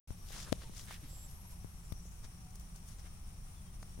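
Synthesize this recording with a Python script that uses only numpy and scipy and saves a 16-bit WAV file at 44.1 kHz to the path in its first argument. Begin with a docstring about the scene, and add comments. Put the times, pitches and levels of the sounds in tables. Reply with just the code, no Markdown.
"""A boomerang is thrown with a few airy swishes, probably sleeves rubbing, in an open grassy field.
A hand-held microphone swings round to follow it and stirs the air. Its left opening is bumped,
once with a hollow click. Cloth crackles; feet shift on the turf and snap stalks of grass.
Behind them lie buzzing insects, faint far birds, a low rumble, a passing hum and a steady hiss."""
import sys
import numpy as np
from scipy import signal
from scipy.fft import rfft, irfft
from scipy.io import wavfile

SR = 44100
rng = np.random.default_rng(int(sys.argv[2]) if len(sys.argv) > 2 else 0)


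def dump_mix(stems):
    """Bounce the given channels to the path in sys.argv[1] as a 16-bit WAV at rate SR."""
    frames = np.atleast_2d(stems).T  # one column per channel
    limited = np.clip(frames, -1, 1)  # hard clip at full scale
    pcm = np.round(limited * 32767).astype(np.int16)
    wavfile.write(sys.argv[1], SR, pcm)


N = 176400
T = np.arange(N) / SR
HZ = np.maximum(np.fft.rfftfreq(N, 1 / SR), 1)


# The tone of rubbed cloth, from low to high: f/Hz, level/dB
CLOTH_TONE = [(200, -8), (600, -6.5), (1050, -2), (1650, -0.5), (2600, -5), (3400, -2.5), (4300, -4),
              (5800, -1), (7300, -4.5), (10000, -3.5), (12000, -8), (15500, -10.5)]
# Swishes: middle t/s, half-length/s, level/dB, brightness/(dB per octave), boosted f/Hz, pan/dB
SWISHES = [(0.297, 0.043, -55.5, 3, 3600, 7), (0.334, 0.024, -50.5, 0, 2160, 1.5),
           (0.379, 0.076, -49.5, -2.5, 5600, 3.5), (0.427, 0.045, -50, -1, 5600, 1),
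           (0.484, 0.039, -55, -3.5, 1500, 3), (0.627, 0.037, -57.5, -2.5, 4000, 5),
           (0.789, 0.058, -52, 0.3, 5530, 5.5), (.848, 0.032, -58, 0, 10000, 0),
           (0.884, 0.025, -58.5, 0.5, 1720, -2), (0.927, 0.053, -50.5, 0, 2420, 0.5),
           (1.05, 0.046, -64, -1, 2570, 1), (1.138, 0.15, -63.5, 5, 2680, 0),
           (1.305, 0.044, -61.5, 3, 7500, 1), (1.516, 0.035, -62.5, 0.5, 9500, 1),
           (2.248, 0.022, -51.5, -4, 5600, 3), (2.767, 0.021, -61, 3, 6000, 11),
           (2.885, 0.039, -61.5, 0.5, 10500, 9), (2.92, 0.034, -61, -1, 6000, 6),
           (2.996, 0.026, -60, -2.5, 6200, 6), (3.066, 0.03, -62, -1.5, 2200, 4),
           (3.829, 0.007, -53.5, 0.5, 5460, 3)]
def swishes():
    """Cloth slides over cloth: a grainy noise swells and fades with each movement."""
    out, cloth = 0, over_hz(CLOTH_TONE)
    boost_db, boost_octaves, grain_db = 8, 0.9, 2.15
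    for s, half_length, db, brightness, boost_hz, pan_db in SWISHES:
        boost = boost_db * np.exp(-(np.log2(HZ / boost_hz) / boost_octaves) ** 2)
        rub = noise(cloth + brightness * np.log2(HZ) + boost, likeness=0.31, pan_db=pan_db)
        out = out + from_db(db) * swell(s, half_length) * rub
    return out * flutter(grain_db, rate_hz=300)


LEFT_ONLY_DB = [[0], [-48]]  # very little reaches the right side
# Bumps: t/s, level/dB, contact time/s, softness (higher starts more gently), ring f/Hz, scuff/dB
BUMPS = [(0.106, -27.5, 0.0015, 0.49, 63.7, -26), (0.3057, -37.5, 0.00022, 1.2, 500, -22),
         (0.5217, -11, 0.0027, 4.9, 232, -28), (.529, -29, 0.0033, 1.5, 100, -40),
         (0.5271, -8, 0.0013, 1.7, 560, -57), (0.696, -37, 0.00066, 0.75, 180, -35),
         (1.646, -30.5, 0.00094, 0.86, 76, -36), (1.9221, -24, 0.0024, 0.47, 82.4, -16.5),
         (3.824, -42, 0.00092, 1, 130, -24), (3.978, -41, 0.0006, 0.88, 110, -30),
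         (3.9903, -35, 0.00075, 0.75, 110, -32)]
def bumps():
    """A touch pushes air into the microphone's left opening; the pressure leaks away and swings back."""
    out, rub = 0, noise(over_hz(CLOTH_TONE))[0]
    ring_q = 1.28  # low, so the ringing dies almost at once
    for s, db, contact_s, softness, ring_hz, scuff_db in BUMPS:
        w = 2 * np.pi * ring_hz / SR
        leak = signal.bilinear([1, 0, 0], [1, w / ring_q, w * w])
        thump = signal.lfilter(*leak, push(s, contact_s) ** softness)
        scuff = from_db(scuff_db) * rub * push(s, 0.75 * contact_s) ** 2
        out = out + from_db(db) * (thump + scuff)
    return out * from_db(LEFT_ONLY_DB)


def bump_ring():
    """A brief ring near 600 Hz colours the loudest bump on the microphone."""
    return from_db(-27.5) * thud(0.5237, hz=595, rise_s=0.0032) * from_db(LEFT_ONLY_DB)


# Small ticks and flicks: t/s, level/dB, thin below f/Hz, dull above f/Hz, rattle/dB, pan/dB
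TICKS = [(.5259, -24.5, 2500, 11000, -26, 22), (.5275, -17.5, 900, 5200, -38, 26),
         (.3635, -41.5, 700, 1600, -13, 3), (.392, -46, 800, 2200, -15, 0), (.476, -46, 500, 1500, -12, 4),
         (.619, -47, 400, 1400, -14, 2), (.6375, -44, 250, 850, -14, 0), (.909, -35.5, 900, 1500, -20, -2),
         (.7962, -37, 900, 6000, -18, 4), (3.8294, -41, 450, 1600, -23, 1)]
def ticks():
    """Sharp clicks at the microphone and duller crackles of cloth, each a snap with a tiny rattle."""
    out, decay_s = 0, 0.0008
    for s, db, thin_hz, dull_hz, rattle_db, pan_db in TICKS:
        age = np.maximum(T - s, 0)
        snap = np.arange(N) == int(s * SR)
        rattle = rng.standard_normal(N) * (age > 0) * np.exp(-np.minimum(age / decay_s, 20))
        dulled = cut(np.array([snap, rattle]), dull_hz, "low", order=3)
        snap, rattle = cut(dulled, thin_hz, "high", order=1)
        tick = (snap + from_db(rattle_db) * rattle) / snap.max()
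        out = out + from_db(db) * tick * pan(pan_db)
    return out


# Grass stalks snapping: t/s, level/dB, pan/dB
SNAPS = [(0.322, -50, 7), (2.2435, -59, 12), (2.446, -62, 4), (2.5054, -62, 5), (2.554, -51, 7),
         (2.596, -54, 9), (2.609, -59, 6), (2.7585, -53.5, 6.5), (2.8756, -62, 6.5), (2.886, -55, 6.5),
         (2.9943, -63, 2)]
# The tone of a snap: f/Hz, level/dB
SNAP_TONE = [(1500, -18), (4000, -9), (6200, 6), (8500, -2.5), (12000, -6), (15500, -6)]
# Soft steps: t/s, level/dB
FOOTFALLS = [(1.131, -53), (2.0542, -51), (3.0444, -52.5)]
def footsteps():
    """Feet land on the turf with dull thuds, and stalks snap crisply under them."""
    bursts = sum(from_db(db) * push(s, rise_s=0.0021) * pan(pan_db) for s, db, pan_db in SNAPS)
    thuds = sum(from_db(db) * thud(s, hz=430, rise_s=0.0011) for s, db in FOOTFALLS)
    return bursts * noise(over_hz(SNAP_TONE), likeness=0.31) + thuds


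# How loud the stirred air is: t/s, level/dB
AIR_LEVEL = [(0, -62), (.3, -63), (.53, -50.5), (.72, -58.5), (1.05, -60.5), (1.45, -66.5), (1.75, -66),
             (2.1, -81.5), (3.9, -66), (4, -63)]
# Its tone: f/Hz, level/dB
AIR_TONE = [(120, 22), (280, 1), (600, 3.5), (1100, -34), (1900, -7.5), (3800, -3), (5000, -7.5),
            (6500, -5), (8300, -7.5), (10500, -7.5), (13000, -23), (15500, -51)]
def stirred_air():
    """Air flutters past the microphone as it swings."""
    level = from_db(over_time(AIR_LEVEL)) * flutter(2.5, rate_hz=29)
    return level * noise(over_hz(AIR_TONE), likeness=0.55, pan_db=0.5)


def insect_buzz():
    """One insect makes falling chirps so fast that they blur into a short buzz."""
    start_s, end_s, fade_in_s, fade_out_s = 1.072, 1.274, 0.044, 0.0063
    chirps_per_s, top_hz, fall_hz = 189, 7940, 756
    progress = ((T - start_s) * chirps_per_s) % 1  # 0 to 1 within each chirp
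    hz = top_hz - fall_hz * progress + 40 * drift(40) + 130 * drift(440)  # chance roughens the pitch
    fade = np.clip(np.minimum((T - start_s) / fade_in_s, (end_s - T) / fade_out_s), 0, 1)
    chirps = np.sin(np.pi * progress ** 0.7) ** 2 * tone(hz)
    return from_db(-53.5 + 1.2 * drift(70)) * fade * chirps * pan(-6)


# How loud the insect whine is: t/s, level/dB
WHINE_LEVEL = [(0, -76), (.3, -68), (.65, -76), (.95, -71), (1.15, -65), (1.48, -64.5), (1.65, -72.5),
               (2.2, -77), (2.45, -100), (3.9, -89), (4, -68)]
def insect_whine():
    """A thin, very high insect whine comes and goes while its pitch slowly sinks."""
    sink_hz_per_s = 180
    bend_hz = 35 * drift(8) - sink_hz_per_s * T
    whine = shrill(hz=11670, width_hz=170, pan_db=2, bend_hz=bend_hz, throb_db=1.3)
    return from_db(over_time(WHINE_LEVEL)) * whine


# How loud the far insects are: t/s, level/dB
CHORUS_LEVEL = [(0, -69), (1.4, -73.5), (1.8, -70.5), (2.4, -72), (3.3, -71), (3.6, -75), (4, -71.5)]
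# Short trills: middle t/s, half-length/s, level/dB, f/Hz, width/Hz, pan/dB
TRILLS = [(1.15, .14, -68, 4900, 500, 0), (1.86, .07, -69, 7500, 350, 2), (1.98, .09, -65, 5750, 380, 5),
          (2.1, .13, -69, 6500, 400, 4), (2.08, .1, -70, 7600, 350, 2)]
def insect_chorus():
    """Far insects in the grass waver together; now and then a trill stands out."""
    bend_hz = 110 * drift(20)
    out = from_db(over_time(CHORUS_LEVEL)) * shrill(hz=5700, width_hz=300, pan_db=7.5, bend_hz=bend_hz)
    for s, half_length, db, hz, width_hz, pan_db in TRILLS:
        out = out + from_db(db) * swell(s, half_length) * shrill(hz, width_hz, pan_db, bend_hz)
    return out


# Bird calls: t/s, length/s, level/dB, start f/Hz, end f/Hz
BIRD_NOTES = [(0.636, 0.054, -63, 950, 836), (1.023, 0.044, -55, 340.4, 195),
              (1.373, 0.042, -67.5, 1007, 810), (1.44, 0.028, -63.5, 1062, 884),
              (1.516, 0.033, -66, 1065, 860), (2.347, 0.24, -70, 763, 739), (3.548, 0.066, -70, 3510, 3400),
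              (3.655, .05, -71, 3260, 3120)]
def far_birds():
    """Birds call from the trees in soft notes that slide downward."""
    out, waver_hz = 0, 19 * drift(112)
    for s, length, db, start_hz, end_hz in BIRD_NOTES:
        progress = np.clip((T - s) / length, 0, 1)
        hz = start_hz + (end_hz - start_hz) * progress + waver_hz
        out = out + from_db(db) * np.sin(np.pi * progress) * tone(hz)
    return out


def low_hum():
    """A faint low tone swells out of the rumble and sinks back."""
    return from_db(-57.5) * swell(2.58, half_length=0.62) * tone(hz=174.8 + 2.4 * drift(7.2))


# The tone of the rumble: f/Hz, level/dB
RUMBLE_TONE = [(12, -5), (25, 1), (48, -2), (70, -4), (110, -9), (150, -12), (180, -10.5), (215, -20),
               (250, -28.5), (350, -31), (550, -42), (1200, -48)]
def rumble():
    """A deep, steady noise, almost the same in both ears."""
    return from_db(-49) * noise(over_hz(RUMBLE_TONE), likeness=0.95, pan_db=0.5)


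# The tone of the hiss: f/Hz, level/dB
HISS_TONE = [(200, 4), (560, 1), (760, 7.5), (980, 5), (1200, 7), (1550, 1), (2600, 1), (4400, -4.5),
             (5100, -0.5), (5750, 3.5), (6700, -1.5), (7700, -1), (9100, 8), (10300, 1.5), (11300, -6),
             (15500, -8)]
# How alike it is in the two ears: f/Hz, likeness
HISS_LIKENESS = [(300, 0.1), (700, 0.41), (1400, -0.15), (3000, -0.3), (15000, -0.09)]
# How far it leans to the left: f/Hz, pan/dB
HISS_PAN = [(700, 1.2), (2400, 1), (4400, 2), (5800, 5.5), (7500, 1.9), (9100, 5.2), (15000, 2.3)]
def hiss():
    """The open air hisses all around, its level swaying slightly."""
    level = from_db(-61.5 + drift(24))
    return level * noise(over_hz(HISS_TONE), over_hz(HISS_LIKENESS), over_hz(HISS_PAN))


def from_db(db):
    """Turn decibels into a number to multiply a sound by."""
    return 10 ** (np.asarray(db) / 20)


def rms_one(x):
    """Scale a signal so its average strength (rms) is 1."""
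    return x / np.sqrt(np.mean(x ** 2) + 1e-20)


def over_hz(points):
    """Join a table's points to get a value at every frequency."""
    hz, value = np.transpose(points)
    return np.interp(np.log(HZ), np.log(hz), value)


def over_time(points):
    """Join a table's points to get a value at every moment."""
    return np.interp(T, *np.transpose(points))


def pan(db):
    """Make the left side db louder than the right, keeping the total power."""
    gains = from_db(np.array([[.5], [-.5]]) * db)
    return gains / np.sqrt(np.mean(gains ** 2, axis=0))


def drift(rate_hz):
    """A smooth random wobble of about 1 either way."""
    return rms_one(irfft(rfft(rng.standard_normal(N)) / (1 + (HZ / rate_hz) ** 2), N))


def flutter(db, rate_hz):
    """A random wobble in loudness, at most twice db either way."""
    return from_db(db * np.clip(drift(rate_hz), -2, 2))


def noise(tone_db, likeness=0, pan_db=0):
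    """Shaped stereo noise; likeness is 1 for matching sides, 0 for unrelated, -1 for opposite."""
    mid, side = rfft(rng.standard_normal((2, N)))
    both = np.sqrt(1 + likeness) * mid + np.sqrt(1 - likeness) * side * np.array([[1], [-1]])
    return rms_one(irfft(both * from_db(tone_db) * pan(pan_db), N))


def tone(hz):
    """A pure tone that follows a changing pitch."""
    return np.sin(2 * np.pi * np.cumsum(hz) / SR)


def shrill(hz, width_hz, pan_db, bend_hz, throb_db=2.5):
    """Many insects at once: a narrow band of noise that bends in pitch and throbs."""
    band = noise(-20 * np.log10(1 + ((HZ - hz) / width_hz) ** 2), pan_db=pan_db)
    bent = np.real(signal.hilbert(band) * np.exp(2j * np.pi * np.cumsum(bend_hz) / SR))
    return rms_one(bent * flutter(throb_db, rate_hz=25))


def cut(x, hz, keep, order):
    """Keep the "low" or "high" side of hz; a higher order cuts more sharply."""
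    return signal.sosfilt(signal.butter(order, hz, keep, fs=SR, output="sos"), x + 1e-18)


def push(s, rise_s):
    """A smooth rise to 1, starting at time s, and a slower fall."""
    u = np.maximum(T - s, 0) / rise_s
    return u * np.exp(1 - np.minimum(u, 50))


def swell(s, half_length):
    """A smooth rise and fall around time s."""
    return np.exp(-2 * np.minimum(((T - s) / half_length) ** 2, 20))


def thud(s, hz, rise_s):
    """A ring that dies after a few vibrations."""
    return push(s, rise_s) ** 3 * np.sin(2 * np.pi * hz * (T - s))


def scene():
    """Add all the sounds together; the open field gives no echo."""
    near = swishes() + bumps() + bump_ring() + ticks() + footsteps() + stirred_air()
    wildlife = insect_buzz() + insect_whine() + insect_chorus() + far_birds()
    return near + wildlife + low_hum() + rumble() + hiss()


def record(dry):
    """The microphone switches on just after the start and loses the very highest treble."""
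    start_s, fade_in_s, cutoff_hz = 0.074, 0.0017, 15900
    switched_on = np.clip((T - start_s) / fade_in_s, 0, 1)
    return irfft(rfft(dry * switched_on) / np.sqrt(1 + (HZ / cutoff_hz) ** 300), N)


dry = scene()
out = record(dry)
dump_mix(out)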